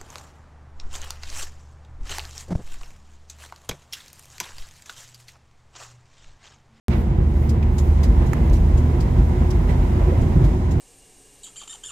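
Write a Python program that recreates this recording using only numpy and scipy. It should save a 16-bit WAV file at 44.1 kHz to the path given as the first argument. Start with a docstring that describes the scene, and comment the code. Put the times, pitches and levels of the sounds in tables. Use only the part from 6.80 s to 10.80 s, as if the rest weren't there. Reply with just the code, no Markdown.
"""A deep road rumble and an engine drone fill a car that slowly gathers speed on a steel bridge.
The deck shakes the body through the tyres, which roar, ring faintly, hum on ribbed spots and thump
over joints; the drone follows the firing rate of the engine. Above that lie a thin hiss of air,
a run of brief swishes, soft rustles, faint clicks of the trim and one sharp tick in the cabin."""
import sys
import numpy as np
from scipy import signal
from scipy.fft import rfft, irfft
from scipy.io import wavfile
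from scipy.ndimage import uniform_filter1d

SR = 44100
rng = np.random.default_rng(int(sys.argv[2]) if len(sys.argv) > 2 else 0)


def generate_wav(sig):
    """Save sig (samples, or channels by samples) to the path in sys.argv[1] as 16-bit PCM at SR."""
    pcm = np.round(np.clip(np.atleast_2d(sig).T, -1, 1) * 32767).astype(np.int16)
    wavfile.write(sys.argv[1], SR, pcm)


N = 176400
TIME = np.arange(N) / SR
HZ = np.maximum(np.arange(N // 2 + 1) * SR / N, 1)

# Cabin field, left-right coherence: f/Hz, coherence (-1..1)
COHERENCE = [(25,0.95),(60,1),(120,1),(240,1),(480,0.6),(950,-0.15),(1900,-0.19),(3800,-0.028),(15000,0.11)]
# Cabin field, balance: f/Hz, left minus right/dB
BALANCE = [(40,-3),(80,3),(150,-3.5),(250,0.5),(350,-1),(480,-4),(800,-3),(1400,-2),(2100,-4.5),(3300,0),(4000,1.5),(5100,3),(6600,0.5),(8300,6.5),(10200,-1),(15000,0)]

# Air hiss envelope: t/s, relative level/dB
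HISS_LEVEL = [(0.1,-51.5),(0.35,-60),(0.64,-54.5),(0.78,-58.5),(0.92,-57.5),(1.06,-53),(1.35,-53),(2.3,-53),(3.0,-52),(3.76,-52),(3.85,-53.5),(4.0,-55.5)]
# Air hiss spectrum: f/Hz, relative level/dB
HISS_SPECTRUM = [(2000,-7),(3800,-1),(4400,-3),(4850,0),(5900,-1.5),(6600,1),(7600,-1),(9000,-3)]
# Envelope of the highest treble: t/s, level/dB
SIZZLE_LEVEL = [(0.1,-63),(0.2,-54.5),(0.27,-68),(0.45,-67.5),(0.64,-57.5),(0.76,-65),(0.87,-68),(0.94,-60),(1.05,-56),(1.15,-62),(1.75,-58.5),(1.85,-61),(2.6,-60.5),(3.2,-59),(3.7,-61),(3.82,-65),(4.0,-66)]
# Spectrum of the highest treble: f/Hz, relative level/dB
SIZZLE_SPECTRUM = [(7000,-22),(9000,-7),(10200,-2),(12000,0),(14000,-1),(15300,1)]
# Peaks and notches in hiss and swishes: f/Hz, width/Hz, gain/dB
AIR_PEAKS = [(3940,110,6.5),(4910,96,3),(5420,130,3),(6570,86,2.5),(6850,45,0.5),(7700,41,-9),(9440,57,-14)]
# Swishes: t/s, level/dB, T60/s, resonance f/Hz, boost/dB
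SWISHES = [(0.690,-39.7,0.077,5050,5.5),(0.980,-36.2,0.09,7000,9),(1.230,-37.3,0.1,5000,4.5),(1.460,-49,0.14,6500,4),(1.728,-42.5,0.2,4500,3),(1.971,-44.5,0.1,6700,8),(2.202,-41.8,0.09,4800,7.5),(2.702,-39.7,0.06,5070,8),(2.888,-50.5,0.22,8000,7),(3.410,-48,0.12,7000,5),(3.639,-45,0.13,3300,7),(3.908,-44,0.087,6900,6)]
# Swish spectrum: f/Hz, relative level/dB
SWISH_SPECTRUM = [(900,-14),(2000,-0.5),(3300,-2),(5000,-2),(6800,-1),(8800,-3.5),(10500,-10.5),(15400,-10)]

# Rustles: t/s, level/dB, rise/s, T60/s, resonance f/Hz, boost/dB, left minus right/dB
RUSTLES = [(0.088,-36.5,0.049,0.24,2300,7,-18),(0.825,-41,0.0041,0.057,2500,14,-13),(1.228,-39,0.0082,0.1,2050,11,-6),(2.874,-38.7,0.03,0.28,2004,12.5,-6),(3.64,-44,0.0089,.1,2700,8,-8)]
# Rustle spectrum: f/Hz, relative level/dB
RUSTLE_SPECTRUM = [(600,5),(1500,3),(2600,-1.5),(4500,-7),(7000,-20),(10000,-37)]
# Trim clicks: t/s, level/dB, T60/s, resonance f/Hz
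CLICKS = [(0.827,-42.5,0.055,2500),(1.697,-43.5,0.025,6400),(1.768,-48.5,0.025,6000)]
# Click spectrum: f/Hz, relative level/dB
CLICK_SPECTRUM = [(1500,-6),(2500,2),(6000,0),(9000,-13),(15400,-8)]
# Modes of the small part that ticks: f/Hz, relative level/dB, T60/s
TICK_MODES = [(940,-6,0.012),(1234,-3.5,0.016),(1780,-4,0.013),(1970,-10.5,0.0085),(6000,-21,0.0076),(6800,-16,0.012),(10300,-22,0.0044),(13700,-20,.008)]
# Spectrum of its crack: f/Hz, relative level/dB
CRACK_SPECTRUM = [(1000,-5),(4000,-15),(7000,-8),(15400,-16)]

# Tyre resonances: initial f/Hz, climb/(Hz/s), width/Hz, initial level/dB, growth/(dB/s)
TYRE_RINGS = [(225.1,8.5,9.4,-36,0.15),(335.1,5,22,-43.5,1),(355.7,3.5,9.5,-42.5,1.65),(408,2,5.5,-49.5,0),(461,4.1,16,-46.5,-1)]
# Tread hums: t/s, duration/s, initial f/Hz, climb/(Hz/s), level/dB
HUMS = [(2.595,0.036,244.8,0,-26),(3.195,0.056,555.2,0,-33),(3.254,0.058,358,0,-25),(3.27,0.05,485,250,-38),(3.319,0.018,530,0,-29.5),(3.345,0.045,540,300,-38),(3.59,0.05,360,0,-23)]
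# Deck joints: t/s, boom level/dB, relative thud level/dB
JOINTS = [(0.377,-16,-15.5),(1.275,-9,-26),(1.377,-21,-32),(1.595,-14,-21),(1.695,-7,-22),(1.80,-11.5,-26),(1.91,-12,-29),(2.325,-19,-21),(2.375,-10.5,-17),(2.724,-16.5,-23),(2.98,-14,-20),(3.22,-18,-24),(3.335,-27,-19),(3.552,-12.5,-10),(3.612,-12,-11.5)]
# Thud spectrum: f/Hz, relative level/dB
THUD_SPECTRUM = [(50,-15),(105,12),(160,7),(250,-18),(370,-12),(600,-29),(1500,-32),(5000,-61)]
# Engine firing: t/s, f/Hz, relative level/dB
FIRING = [(0.1, 73.83, -18), (0.26, 74.05, -25), (0.41, 74.25, -17.5), (0.95, 75.04, -16.5),
          (1.41, 74.94, -15.5), (1.50, 74.53, -27.5), (1.62, 75.36, -18), (1.88, 76.45, -14),
          (2.12, 76.2, -19), (2.45, 77.6, -19), (3.0, 78.6, -20.5), (3.35, 79.4, -16), (3.7, 79.7, -23.5),
          (4.0, 79.5, -17)]
# Rough patches of road: t/s, level/dB
PATCHES = [(0.399,-33),(1.72,-34),(2.608,-31),(3.205,-35),(3.318,-28),(3.555,-33)]
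# Spectrum of the growl on them: f/Hz, relative level/dB
GROWL_SPECTRUM = [(200,-25),(380,-2),(470,-2.5),(540,3.5),(620,-12),(1100,-15),(3000,-52)]
# Tyre roar envelope: t/s, relative level/dB
ROAR_LEVEL = [(0.1,-35.5),(0.45,-38.5),(0.7,-37),(1.1,-36.5),(1.45,-33.5),(1.75,-35.5),(2.0,-35.5),(2.7,-35),(3.3,-34),(3.6,-34.5),(4.0,-36.5)]
# Tyre roar spectrum: f/Hz, relative level/dB
ROAR_SPECTRUM = [(200,-3),(400,-0.5),(480,-0.5),(570,-2),(720,-1),(860,-3),(1000,-2),(1130,-10),(1450,-13.5),(1800,-15),(2060,-13),(2350,-18.5),(3200,-23.5),(4300,-30.5),(8000,-48)]
# Body rumble spectrum: f/Hz, relative level/dB
RUMBLE_SPECTRUM = [(15,-32),(24,-10),(32,-8.5),(43,1.8),(52,6),(61,1.5),(72,-8.5),(90,-6),(112,-1.5),(148,-4.7),(178,-9.5),(215,-11.5),(255,-14.5),(282,-19),(335,-14.5),(375,-19.5),(410,-28.5),(600,-38.5)]


def from_db(db):
    """Amplitude ratio: tenfold for every 20 dB."""
    return 10 ** (np.asarray(db) / 20)


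def rms_one(x):
    """Normalisation to unit mean power."""
    return x / np.sqrt(np.mean(x ** 2) + 1e-20)


def in_time(rows):
    """Linear interpolation of each column over time."""
    times, *columns = np.transpose(rows)
    return [np.interp(TIME, times, column) for column in columns]


def over_hz(points):
    """Interpolation over logarithmic frequency."""
    hz, value = np.transpose(points)
    return np.interp(np.log(HZ), np.log(hz), value)


def pan(db):
    """Constant-power gains for a level difference, left minus right."""
    gains = from_db([[db / 2], [-db / 2]])
    return gains / np.sqrt(np.mean(gains ** 2))


def drift(rate_hz):
    """Random fluctuation: low-passed noise of unit power."""
    return rms_one(irfft(rfft(rng.standard_normal(N)) / (1 + (HZ / rate_hz) ** 2), N))


def burst(start, rise, t60, hold=0):
    """Envelope of a damped transient: smooth rise, optional hold, exponential decay."""
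    age = TIME - start
    attack = np.sin(np.pi / 2 * np.clip(age / rise, 0, 1))
    return attack * np.exp(-np.log(1000) * np.clip((age - rise - hold) / t60, 0, 2))


def peak(hz, width, db):
    """Gain of a resonance or notch, Lorentzian in decibels."""
    return from_db(db / (1 + (2 * (HZ - hz) / width) ** 2))


def resonate(spectrum, hz, width_hz, boost_db):
    """Resonant filtering: a spectrum with one band raised, as a signal of unit power."""
    return rms_one(irfft(spectrum * peak(hz, width_hz, boost_db), N))


def steadied(x, share, span_s):
    """Compression: a share of the swings in short-term level is evened out."""
    power = uniform_filter1d(np.mean(x ** 2, axis=0), int(span_s * SR))
    return rms_one(x / np.maximum(power, 1e-9) ** (share / 2))


def cabin_noise(spectrum, colour=1, left_lag_s=0.00017, skirt_db_per_octave=36):
    """Partly coherent noise field: alike at both ears in the bass, diffuse in the treble."""
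    mid, side = np.exp(2j * np.pi * rng.random((2, len(HZ))))
    coherence = over_hz(COHERENCE)
    field = np.sqrt(1 + coherence) * mid + np.sqrt(1 - coherence) * side * [[1], [-1]]
    lag = np.exp(-2j * np.pi * HZ * left_lag_s * [[1], [0]])
    balance = from_db(over_hz(BALANCE) * [[0.5], [-0.5]])
    balance /= np.sqrt(np.mean(balance ** 2, axis=0))
    skirt_db = skirt_db_per_octave * np.log2(np.maximum(HZ / spectrum[-1][0], 1))
    return rms_one(irfft(field * lag * colour * from_db(over_hz(spectrum) - skirt_db) * balance, N))


def air():
    """Filtered broadband noise: a thin hiss of air, and swishes with a resonance each."""
    colour = np.prod([peak(*row) for row in AIR_PEAKS], axis=0)
    hiss = from_db(in_time(HISS_LEVEL)[0] - 1.5) * cabin_noise(HISS_SPECTRUM, colour)
    sizzle = from_db(in_time(SIZZLE_LEVEL)[0]) * cabin_noise(SIZZLE_SPECTRUM)
    rush = rfft(cabin_noise(SWISH_SPECTRUM, colour))
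    swishes = 0
    for start, db, t60, hz, boost_db in SWISHES:
        envelope = from_db(db) * burst(start, rise=0.0049, t60=t60, hold=0.0062)
        swishes += envelope * resonate(rush, hz, width_hz=900, boost_db=boost_db)
    return hiss + sizzle + swishes


def clicks():
    """Impulsive excitation of the trim: faint dry clicks with one resonance each."""
    snap = rfft(cabin_noise(CLICK_SPECTRUM))
    return sum(from_db(db) * burst(start, 0.0015, t60) * resonate(snap, hz, width_hz=500, boost_db=13)
               for start, db, t60, hz in CLICKS)


def rustles():
    """Soft noise bursts on the right; a strong narrow resonance makes one almost a creak."""
    rub = rfft(cabin_noise(RUSTLE_SPECTRUM))
    out = 0
    for start, db, rise, t60, hz, boost_db, pan_db in RUSTLES:
        envelope = from_db(db) * burst(start, rise, t60)
        out += pan(pan_db) * envelope * resonate(rub, hz, width_hz=200, boost_db=boost_db)
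    return out


def tick(start=1.533, contact_s=0.00042):
    """Free vibration: a small hard part snaps with a crack and rings in well-damped modes."""
    age = np.maximum(TIME - start, 0)
    modes = sum(from_db(db - 60 * np.minimum(age / t60, 2)) * np.sin(2 * np.pi * hz * age)
                for hz, db, t60 in TICK_MODES)
    ring = from_db(-14) * np.minimum(age / contact_s, 1) * modes
    crack = from_db(-32) * burst(start, rise=0.00081, t60=0.024) * cabin_noise(CRACK_SPECTRUM)
    return (ring + crack) * pan(db=-13)


def tyre_rings():
    """Random excitation by the road drives narrow tyre resonances that climb with speed."""
    out = 0
    for hz, climb, width, db, growth in TYRE_RINGS:
        phase = 2 * np.pi * np.cumsum(hz + climb * TIME) / SR
        narrow_band = drift(width / 2) * np.cos(phase) + drift(width / 2) * np.sin(phase)
        out += from_db(db + growth * TIME) * narrow_band
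    return out * pan(db=-0.8)


def tyre_hums(roughness_db=2.5):
    """Periodic forcing of the tread on ribbed spots gives rough tones that swell and fade."""
    out = 0
    for start, length, hz, climb, db in HUMS:
        age = np.clip(TIME - start, 0, length)
        tone = np.sqrt(2) * np.sin(2 * np.pi * (np.cumsum(hz + climb * age) / SR + rng.random()))
        out += from_db(db) * np.sin(np.pi * age / length) * tone
    return out * from_db(roughness_db * drift(70)) * pan(db=-2.5)


def engine(waver_db=2.1):
    """Periodic firing gives a pure drone at the firing rate, wavering in level."""
    hz, level_db = in_time(FIRING)
    drone = np.sqrt(2) * np.sin(2 * np.pi * (np.cumsum(hz) / SR + rng.random()))
    return drone * from_db(level_db - 2.3 + waver_db * drift(19)) * pan(db=-1.54)


def joints(boom_hz=50.84, wander_hz=1.934):
    """Impact excitation: each joint gives a dull thud and swells a low resonance of the body."""
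    body_mode = np.sin(2 * np.pi * np.cumsum(boom_hz + wander_hz * drift(1.75)) / SR)
    boom = sum(from_db(db) * burst(start, rise=0.033, t60=0.26) for start, db, _ in JOINTS)
    thud = sum(from_db(db - 3) * burst(start, rise=0.0071, t60=0.35) for start, _, db in JOINTS)
    return boom * body_mode + thud * cabin_noise(THUD_SPECTRUM)


def road(rumble_flutter_db=0.82, roar_flutter_db=0.98):
    """Forced vibration: body rumble and tyre roar swell with the surface; rough patches growl."""
    level_db, = in_time(ROAR_LEVEL)
    swell_db = level_db - level_db.mean()
    rumble_gain = from_db(-19 + 0.52 * swell_db + rumble_flutter_db * drift(6.8))
    rumble = rumble_gain * steadied(cabin_noise(RUMBLE_SPECTRUM), share=0.46, span_s=0.097)
    roar = from_db(level_db + 1.28 + roar_flutter_db * drift(11)) * cabin_noise(ROAR_SPECTRUM)
    patches = sum(from_db(db) * burst(start, rise=0.0084, t60=0.13) for start, db in PATCHES)
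    return rumble + roar + patches * cabin_noise(GROWL_SPECTRUM)


def scene():
    """Superposition of all sources at the front seat."""
    return road() + engine() + tyre_rings() + tyre_hums() + joints() + air() + rustles() + clicks() + tick()


def record(dry):
    """Gating and low-pass filtering: the sound sets in abruptly and its top is cut steeply."""
    onset_s, cutoff_hz = 0.083, 15600
    low_pass = signal.ellip(12, .1, 80, cutoff_hz, fs=SR, output="sos")
    return signal.sosfilt(low_pass, dry * (TIME >= onset_s))


dry = scene()
out = record(dry)
generate_wav(out)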